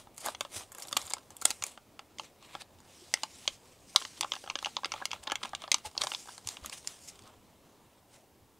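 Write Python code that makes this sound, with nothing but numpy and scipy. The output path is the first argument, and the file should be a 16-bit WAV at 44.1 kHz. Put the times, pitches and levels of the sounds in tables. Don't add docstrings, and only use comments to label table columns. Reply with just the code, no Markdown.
import sys
import numpy as np
from scipy import signal
from scipy.fft import rfft, irfft, next_fast_len
from scipy.io import wavfile
from scipy.ndimage import uniform_filter1d

SR = 44100
rng = np.random.default_rng(int(sys.argv[2]) if len(sys.argv) > 2 else 0)


def dump_mix(stems):
    frames = np.atleast_2d(stems).T
    limited = np.clip(frames, -1, 1)
    pcm = np.round(limited * 32767).astype(np.int16)
    wavfile.write(sys.argv[1], SR, pcm)


def convert_level_to_amplitude(level_db):
    exponent = np.asarray(level_db, float) / 20
    return 10 ** exponent


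N = 378907

HISS_TOP_HZ = 15750
BLADES_END_S, PUT_DOWN_S = 1.75, 8

# time in seconds, peak level in dB, pitch in Hz.
PANELS = [(0.409, -17, 3350), (0.9268, -22, 3450), (0.9667, -14, 3260), (1.1353, -13, 7900),
          (1.4132, -27, 9300), (1.4536, 1, 7970), (1.6222, -22, 2320), (3.1388, -2, 4830),
          (3.2331, -15, 3370), (3.4765, -13, 2850), (3.9599, -1, 3960), (4.2088, -24, 3140),
          (4.3191, -9.5, 3300), (4.4997, -33, 2920), (4.5545, -12, 3260), (4.7666, -11.5, 3280),
          (4.8454, -18, 2900), (4.9182, -27, 3250), (5.0544, -16, 3030), (5.2739, -15, 3380),
          (5.3547, -18.5, 6300), (5.7154, -15, 3240), (5.7423, -8.5, 4230), (5.9773, -19, 4440),
          (6.4727, -17, 6060), (6.8728, -17, 5400)]


def evened(x):
    return x / np.sqrt(np.mean(x ** 2) + 1e-20)


def loudest(x):
    return np.sqrt(uniform_filter1d(x ** 2, size=80).max())


def read(points, hz):
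    f, value = np.transpose(points)
    return np.interp(np.log(hz + 1), np.log(f + 1), value)


def add(mix, s, sound):
    part = mix[max(round(s * SR), 0):][:len(sound)]
    part += sound[:len(part)]


def hiss():
    hiss_db = -71
    size = next_fast_len(N)
    in_band = np.fft.rfftfreq(size, 1 / SR) < HISS_TOP_HZ
    spectrum = rfft(rng.standard_normal((2, size))) * in_band
    mid, side = convert_level_to_amplitude(hiss_db) * irfft(spectrum, size)[:, :N]
    return mid + 0.3 * side * np.array([[1], [-1]])


def air():
    # frequency in Hz, likeness as a ratio.
    likeness = [(30, .55), (100, 0.91), (400, 0.98), (1000, 1)]
    # frequency in Hz, density in dB per Hz.
    tone_colour = [(20, -13.5), (50, -13.5), (75, -9), (95, -1), (125, -10), (220, -7.5), (450, -10.5),
                   (1000, -16), (1350, -25), (3000, -28.5), (9000, -42.5)]
    air_db, patchy_db = -62.5, 2.0
    calm_db = -2.5
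    frames, hz = N // 512 + 5, np.fft.rfftfreq(2048, 1 / SR)
    a, b, c, d, patches = rng.standard_normal((frames, 1025, 5)).T
    patches = uniform_filter1d(patches, size=12, axis=0)
    patches = evened(uniform_filter1d(patches, size=8, axis=1))
    apart = np.sqrt((1 - np.clip(read(likeness, hz), -1, 1)) / 2)[:, None]
    mid = np.sqrt(1 - apart ** 2) * (a + 1j * b)
    side = apart * (c + 1j * d)
    z = np.array([mid + side, mid - side]) * convert_level_to_amplitude(read(tone_colour, hz)[:, None] + patchy_db * patches)
    tone = signal.istft(z, nperseg=2048, noverlap=1536)[1][:, :N]
    calm = convert_level_to_amplitude(calm_db * np.clip((np.arange(N) / SR - PUT_DOWN_S) / 0.12 + 1, 0, 1))
    return convert_level_to_amplitude(air_db) * calm * evened(tone)


def room(x):
    # frequency in Hz, decay by 60 dB in seconds.
    decay = [(300, 0.068), (1500, 0.13), (5000, 0.074), (14000, 0.05)]
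    taps = np.zeros(SR // 2)
    at = np.arange(120, SR // 2 - 20, 20)
    taps[at + rng.integers(0, 20, len(at))] = rng.choice([-1., 1.], len(at))
    hz, t, z = signal.stft(taps, SR, nperseg=256)
    z = z * convert_level_to_amplitude(-60 * t / read(decay, hz)[:, None])
    tail = signal.istft(z, SR, nperseg=256)[1]
    return signal.oaconvolve(x, tail / np.linalg.norm(tail))[:N]


def bumps():
    # time in seconds, peak level in dB, pitch in Hz.
    pushes = [(0.255, -55, 408), (0.56, -49, 94), (0.949, -48, 245), (1.039, -52, 88), (1.61, -51, 101),
              (3.017, -50.5, 358), (4.198, -48, 340), (5.198, -56, 60), (5.437, -49, 237),
              (5.734, -53, 274), (5.848, -34.5, 858), (5.86, -47, 83), (6.04, -54, 131), (6.455, -47, 99),
              (6.622, -46, 67), (6.659, -53, 217), (7.646, -58, 156.4)]
    out, t = np.zeros(N), np.arange(6000) / SR
    for s, db, hz in pushes:
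        swell = 1 - np.exp(-t / 0.0058)
        decay = np.exp(-t / 0.018 * (1 + hz / 1500))
        add(out, s, convert_level_to_amplitude(db + 5.5) * swell * decay * np.sin(2 * np.pi * hz * t))
    return out


def rubbing(t):
    # peak time in seconds, length in seconds, swish level in dB, pouch share in dB.
    blade_strokes = [(0.0, 0.063, -57.5, -0.5), (.21, 0.048, -48, -12), (.262, 0.062, -41.5, 0),
                     (.3, 0.042, -51, -1), (.43, 0.097, -59.5, -2), (.53, 0.036, -49.5, -3),
                     (.567, 0.06, -39.5, -7), (.61, .04, -56, 7), (.635, 0.014, -54, 1.5),
                     (.833, 0.19, -56.5, -1), (.998, 0.13, -49, -2), (1.1, 0.18, -58, -2),
                     (1.316, 0.033, -61.5, -1), (1.487, 0.12, -46.5, -7.5), (1.671, 0.087, -50, -5.5)]
    # peak time in seconds, length in seconds, swish level in dB,
    # pouch share in dB.
    finger_strokes = [(2.2, 0.036, -54, -18), (2.245, 0.043, -56, -6.5), (3.9, .05, -58, -20),
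                      (2.45, 0.085, -61, -4), (2.54, 0.09, -59, 0), (2.61, 0.017, -48.5, -4.5),
                      (3.18, 0.081, -60.5, -5), (4.006, 0.13, -47.5, -20), (4.176, 0.032, -52.5, -6),
                      (4.35, 0.24, -56, -19), (4.66, 0.18, -56, -7.5), (4.959, 0.18, -60, 1.5),
                      (5.143, 0.05, -58.5, 7), (5.234, 0.012, -49.5, -9), (5.288, 0.1, -77, 24),
                      (5.448, 0.072, -55.5, 2), (5.627, 0.086, -62, 4), (5.767, 0.089, -55.5, -10)]
    # peak time in seconds, length in seconds, swish level in dB,
    # pouch share in dB.
    empty_strokes = [(5.861, 0.023, -40.5, -3.5), (6.03, 0.063, -47.5, 0), (6.01, 0.032, -52, 9.5),
                     (6.05, 0.021, -51, -6), (6.1, 0.21, -47.5, -13), (6.2, 0.1, -51, -22),
                     (6.31, 0.17, -54, -13), (6.51, 0.11, -49.5, -7.5), (6.66, 0.056, -51, 1),
                     (6.735, 0.04, -43.5, -8.5), (6.78, 0.038, -48, -14), (6.9, 0.14, -51, -8),
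                     (7.04, 0.078, -53, -28), (7.085, 0.03, -46, -19), (7.15, 0.27, -65, -2.5),
                     (7.268, .1, -69, 13), (7.66, .05, -73, 6), (8.146, .08, -60.5, -2)]
    # time in seconds, flow level in dB.
    pour = [(2.7, -84.5), (2.85, -68), (2.95, -61), (3.1, -61), (3.28, -61), (3.38, -57), (3.53, -57),
            (3.6, -71), (3.67, -65), (3.72, -69), (3.85, -70), (4.1, -60), (5.8, -75.5)]
    pour_share_db = np.array([[-13.5], [-3.5], [0]])
    held_db, lying_db = -72.5, -77
    fall_db, tail = 24.5, 1.36

    flow_db = np.interp(t, *np.transpose(pour), left=-120, right=-120)
    power = convert_level_to_amplitude(2 * (flow_db + pour_share_db))
    stir_db = np.where(t < PUT_DOWN_S, held_db, lying_db)
    power = power + convert_level_to_amplitude(2 * (stir_db + np.array([[0], [-4], [-4]])))
    for strokes, sheet_db in ((blade_strokes, -1.5), (finger_strokes, 6), (empty_strokes, 0)):
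        for s, length, db, pouch_db in strokes:
            away = np.maximum(s - t, (t - s) / tail) / length
            share_db = np.array([[pouch_db], [pouch_db / 2 + sheet_db], [0]])
            power = power + convert_level_to_amplitude(2 * (db - fall_db * away + share_db))
    return power


def rustle(per_s=4000, spread_db=-0.5, smooth=1.0, bunch_db=1.0, patchy_db=1.8):
    # frequency in Hz, density in dB per Hz.
    pouch_colour = [(250, -18.5), (600, -3), (850, -5.5), (1000, -5.5), (1200, -5.5), (1450, -13.5),
                    (1800, -17), (3000, -38.5)]
    # frequency in Hz, density in dB per Hz.
    sheet_colour = [(1200, -15.5), (2100, -5), (3100, -3.5), (4200, -4.5), (6000, -29.5)]
    # frequency in Hz, density in dB per Hz.
    swish_colour = [(3000, -28.5), (4800, 0), (8500, -0.5), (10500, -8), (12500, -15), (15700, -24.5)]
    # frequency in Hz, gain in dB.
    blade_gain = [(6000, 1), (9400, 5), (11000, 5.5), (15700, 3.5)]

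    grains = convert_level_to_amplitude(spread_db * np.minimum(rng.exponential(1, N), 5)) * (rng.random(N) < per_s / SR)
    drive = evened(grains * rng.standard_normal(N)) + smooth * rng.standard_normal(N)
    bunches = evened(uniform_filter1d(rng.standard_normal(N), size=500))
    drive *= convert_level_to_amplitude(bunch_db * bunches)
    s = np.arange(N // 64 + 5) * 64 / SR
    levels = rubbing(s)

    hz, t, z = signal.stft(evened(drive), SR, nperseg=256, noverlap=192)
    patches = rng.standard_normal(z.shape[::-1]).T
    patches = uniform_filter1d(patches, size=4, axis=0)
    patches = evened(uniform_filter1d(patches, size=40, axis=1))
    blades_db = read(blade_gain, hz)[:, None] * (t < BLADES_END_S)
    power = 0
    for level, points, extra_db in zip(levels, (pouch_colour, sheet_colour, swish_colour), (0, 0, blades_db)):
        colour = convert_level_to_amplitude(read(points, hz)[:, None] + extra_db)
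        power = power + np.interp(t, s, level) * colour ** 2 / (colour ** 2).mean(0)
    z *= np.sqrt(power) * convert_level_to_amplitude(patchy_db * patches) * (hz < HISS_TOP_HZ)[:, None]
    return signal.istft(z, SR, nperseg=256, noverlap=192)[1][:N]


def ring(modes, chance, detune, uneven_db, start_ms=0.15, size=700):
    hz, db, t60 = np.repeat(modes, repeats=5, axis=0).T[:, :, None]
    t = np.arange(size) / SR
    shift, weight, phase = chance[:, :len(hz), None]
    spread = np.arange(len(hz))[:, None] % 5 - 2 + 0.4 * shift
    bent_hz = np.minimum(hz * (1 + detune * spread), 16000)
    tones = np.sin(np.float32(2 * np.pi * (bent_hz * t + 0.48 * phase)))
    decay = np.exp(np.float32(-np.log(1000) * t / t60))
    x = (convert_level_to_amplitude(db + uneven_db * weight) * decay * tones).sum(0)
    x *= (1 - np.exp(-t * 1000 / start_ms)) ** 2
    return x / np.linalg.norm(x)


def panels():
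    share_db, t60 = -12.5, 0.006
    out, chance = np.zeros(N), rng.standard_normal((len(PANELS), 3, 5))
    for (s, db, hz), c in zip(PANELS, chance):
        tones = ring([(hz, 0, t60)], c, 0.033, 1.5)
        add(out, s + 0.00066, convert_level_to_amplitude(db + share_db) * tones / loudest(tones))
    return out


def snaps(slip_ms=0.81, after_db=-14, panel_db=1.5, panel_t60=0.0089, thin_hz=250):
    # frequency in Hz, level in dB, decay by 60 dB in seconds.
    pouch_modes = [(289.5, -13, 0.036), (581.7, -7, 0.032), (845.4, 3, 0.025), (1070.4, 2, 0.023),
                   (1262, 1.5, 0.022), (1627, -7.5, 0.035)]
    # frequency in Hz, level in dB, decay by 60 dB in seconds.
    sheet_modes = [(2167, 0, 0.013), (2780, -3, 0.016), (3380, 2.5, 0.014), (4210, -1.5, 0.014),
                   (4840, 1.5, 0.014), (5440, -5, 0.013), (6250, 1, .011)]
    # frequency in Hz, level in dB, decay by 60 dB in seconds.
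    crease_modes = [(7180, 3, 0.016), (8550, 3, 0.013), (9720, -2.5, 0.011), (10960, -8, 0.0093),
                    (12600, -6.5, 0.015), (14200, -7.5, 0.007)]
    # time in seconds, peak level in dB, pouch share in dB, sizzle share in dB.
    cutting = [(.0715, -47.5, 12, -8), (.1798, -37.5, -9, 1), (.2057, -45, -14, 15), (.2552, -38, -11, 0),
               (.261, -28.5, 2, 5), (.2694, -30.5, 12, -12), (.2854, -26.5, 8, -6.5),
               (.3485, -36.5, -1.5, -30), (.4085, -25, -4.5, -5), (.4503, -37.5, 0.5, -18),
               (.7193, -42.5, -1, 4), (.749, -40.5, -5, 1.5), (.784, -39.5, 1.5, 4.5), (.8, -43, -22, 4),
               (.8227, -36.5, -24, -3.5), (.8335, -40.5, -24, -3), (.8841, -40.5, -10, -3),
               (.9278, -25.5, -7, -6), (.9675, -20, -2, -7), (1.0162, -38, -14, -2.5),
               (1.0542, -43, -10, -1), (1.0672, -41, -13, 21), (1.0749, -46, -8, -7),
               (1.0993, -38.5, -9, 17), (1.111, -37, 1, -7), (1.1215, -42, -30, -5),
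               (1.1359, -24.5, -7, -3.5), (1.168, -42.5, 8, -8)]
    # time in seconds, peak level in dB, # pouch
    # share in dB, sizzle share in dB.
    tipping = [(1.305, -45.5, -3, -2), (1.367, -40, -20, 4.5), (1.4159, -34, -8, 5), (1.422, -33.5, 3, 0.5),
               (1.4545, -13, -5.5, 6.5), (1.505, -25.5, -10, -2), (1.5114, -30, -8, -4.5),
               (1.6238, -30, -7, -6), (1.6382, -24, -13.5, -2), (1.6658, -36.5, -35, 0.5),
               (1.776, -41, 3, -17), (1.993, -36.5, -4.5, -15.5), (2.1853, -38.5, -21, -8.5),
               (2.197, -30, -1, -30), (2.4263, -51, -1, -8), (2.552, -30.5, 4.5, -31), (2.619, -40, -7, -5),
               (3.1396, -15.5, -14, -5.5), (3.1722, -43, -5, -13.5), (3.2342, -22.5, -7.5, -5),
               (3.455, -48, 1, -18), (3.4777, -19.5, -13.5, -16), (3.95, -42, 15.5, -13.5),
               (3.9608, -12.5, -9, -9), (4.016, -39, 16, -13.5), (4.022, -35.5, -4, -25.5),
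               (4.0513, -31, -10.5, -22)]
    # time in seconds, peak level in dB, pouch share in dB,
    # sizzle share in dB.
    kneading = [(4.2098, -21.5, -11.5, -5), (4.228, -30, -10, -26), (4.2328, -27, -2, -18),
                (4.2453, -29.5, 9, -16), (4.3199, -30.5, -3.5, -29), (4.336, -33, -6, -18),
                (4.3538, -36, -10, -16), (4.364, -38.5, -1, -22), (4.44, -39, 6, -18),
                (4.476, -37, 1.5, -28), (4.5, -26, -6.5, -26), (4.509, -40, 15, -22),
                (4.556, -28.5, -1, -21), (4.589, -32, -11, -17), (4.627, -34.5, 4, -6),
                (4.647, -25.5, -23, -24), (4.659, -24.5, -7, -28), (4.6675, -32.5, 9, -35),
                (4.7674, -28, 0, -41), (4.7875, -40, 27, -9), (4.8341, -34, 14, -21),
                (4.846, -24.5, -6.5, -24), (4.8571, -27, -7, -13), (4.9198, -28, -6.5, -18),
                (4.939, -30, -1, -24), (4.98, -43, 11, -14), (5.003, -44, 9, -26), (5.016, -37.5, 26, -20),
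                (5.022, -33.5, 24, -18), (5.055, -24.5, -11, -5.5)]
    # time in seconds, peak level in dB, pouch share in dB,
    # sizzle share in dB.
    shaking = [(5.115, -29, -16, -17), (5.1318, -29, 1.5, -20), (5.237, -43, -4, 0.5),
               (5.272, -33.5, -2, -10), (5.2763, -33, 1, -25), (5.2995, -32, 0, -21), (5.31, -34, -7, -26),
               (5.3196, -23, -2.5, -10), (5.3558, -27, -13.5, -12), (5.435, -28.5, -9, -16),
               (5.45, -34.5, 3, -22), (5.4558, -34, 0, -9.5), (5.5336, -32, 12, -15),
               (5.5503, -26.5, -15, -12), (5.62, -40, -5, -6.5), (5.6392, -37, -1.5, -27),
               (5.6785, -37, 0.5, -37), (5.717, -15, -20.5, -8), (5.7274, -29, -14, -8),
               (5.7432, -16, -10.5, -6), (5.7836, -43, -5, -3)]
    # time in seconds, peak level in dB, pouch share in dB,
    # sizzle share in dB.
    leaving = [(5.952, -45, 4, -15), (5.978, -22.5, -15.5, -20), (6.0172, -21.5, -9, -5),
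               (6.0366, -27, -4, -3), (6.0702, -26.5, -0.5, -9), (6.1187, -26.5, -7, -24),
               (6.137, -35, -7, -11), (6.148, -26.5, -14, -28), (6.274, -46, 6, -1),
               (6.2912, -40.5, 6, -19), (6.3799, -39.5, -6.5, -4), (6.473, -30.5, -10.5, 3.5),
               (6.4885, -27.5, -15, -3), (6.57, -35, -12, -21), (6.6467, -39, 8, -18),
               (6.6603, -32, -15, 3.5), (6.697, -36.5, -12, -4), (6.7279, -36, -11, -10.5),
               (6.8741, -28, -22, 4.5), (7.1915, -48.5, -5, -3), (7.276, -52, -3, -3.5)]
    # time in seconds, peak level in dB, # pouch share in
    # dB, sizzle share in dB.
    further_snaps = [(0.145, -58, -20, 8), (0.165, -53, -20, 2), (0.1737, -51, -20, 4), (.7262, -49, -10, 3),
                     (.7775, -53, -17, 8), (0.7965, -48, -18, -3), (.8155, -49, -20, -1), (0.8275, -40, -20, 6),
                     (.852, -46, -2, -8), (0.872, -46, -13, 3), (.8905, -44, -13, 2), (0.913, -41, 3, -3),
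                     (.921, -44, -3, 2), (.9705, -20.5, -7, -0.5), (0.9719, -29, -4, 2), (.992, -45, -5, 0),
                     (1.0245, -44, -2, 1), (1.0615, -44, -12, 1), (1.078, -42, -4, -5), (1.1045, -36, -8, -1),
                     (1.1831, -43, 1, -9), (1.4246, -42, -11, 5), (1.4524, -25.5, -15, 4), (2.787, -57, -1.5, -6),
                     (2.803, -53.5, -1, -2), (4.4628, -43, 4, -20), (4.489, -47, -1, -20), (4.9623, -42, 6, -12),
                     (5.1085, -39, -6, -18), (5.162, -45, 12, -24), (5.417, -47, 15, -10), (5.4314, -31.5, -5, -10),
                     (5.4925, -45, -4, -2.5), (5.9137, -51, -3, -4.5), (5.967, -43, 9, -15),
                     (6.0127, -32, -12, -4.5), (6.0425, -34, 5, 0), (6.0475, -37, -5, -4), (6.2577, -48, -2, -7),
                     (6.282, -57, -20, 3), (6.2865, -42, 10, -15), (6.448, -53, -12, -4), (6.639, -51, -12, -4),
                     (6.847, -48.5, -1, -5.5), (7.088, -50, -18, -3), (7.1564, -53, -10, -4),
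                     (7.2218, -53, -11, -5), (7.237, -59, -17, -1), (7.257, -57, 6, -9)]
    slack_hz, tight_hz = 3156, 8160
    tight_db, tight_span_db = -2, 2
    open_s, open_db = 1.7, -7

    rows = cutting + tipping + kneading + shaking + leaving + further_snaps
    out, t, clear_s = np.zeros(N), np.arange(400) / SR, np.transpose(PANELS)[0]
    chance = rng.standard_normal((len(rows), 4, 3, 35))
    slips = rng.standard_normal((len(rows), 400))
    for (s, db, pouch_db, sizzle_db), c, slip in zip(rows, chance, slips):
        frayed = s < BLADES_END_S and db < -31
        drive = slip ** 3 * np.exp(-t * 1000 / (slip_ms * (1 + 5 * frayed)))
        drive *= convert_level_to_amplitude(after_db) * 3 / np.linalg.norm(drive)
        drive[0] = 1

        pouch = ring(pouch_modes, c[0], 0.029, 3.9, start_ms=0.098, size=1200)
        sheet = ring(sheet_modes, c[1], 0.031, 1.2)
        if abs(clear_s - s).min() > 1 / 250:
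            tightness = 1 / (0.5 + np.exp((tight_db - sizzle_db) / tight_span_db))
            hz = slack_hz + (tight_hz - slack_hz) * tightness
            sheet = sheet + convert_level_to_amplitude(panel_db) * ring([(hz, 0, panel_t60)], c[3], 0.048, 1.3)
        creases = [(f, g + open_db * (s > open_s and f > 12000), t60) for f, g, t60 in crease_modes]
        sizzle = ring(creases, c[2], 0.036, 0.82, size=400)

        snap = 0
        for share_db, part in ((pouch_db, pouch), (0, sheet), (sizzle_db, sizzle)):
            struck = np.pad(signal.fftconvolve(drive, part), (0, len(pouch) - len(part)))
            snap = snap + convert_level_to_amplitude(share_db) * struck / loudest(struck)
        add(out, s - 0.0005, convert_level_to_amplitude(db) * snap / loudest(snap))
    return signal.sosfilt(signal.butter(2, thin_hz, "high", fs=SR, output="sos"), out)


def scene():
    cracks = snaps() + panels()
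    sachet = cracks + rustle()
    slope = np.roll(cracks, shift=-1) - np.roll(cracks, shift=1)
    apart = convert_level_to_amplitude(-30) * np.array([[1], [-1]]) * slope
    return sachet + apart + convert_level_to_amplitude(-16.5) * room(sachet) + bumps() + air()


def roll_off(x):
    return signal.sosfilt(signal.butter(12, 16840, fs=SR, output="sos"), x)


def record(dry):
    top_db = -26
    size = next_fast_len(N)
    above = np.clip((np.fft.rfftfreq(size, 1 / SR) - HISS_TOP_HZ) / 150, 0, 1)
    mix = irfft(rfft(dry + hiss(), size) * convert_level_to_amplitude(top_db * above), size)[:, :N]
    return roll_off(mix)


dry = scene()
out = record(dry)
dump_mix(out)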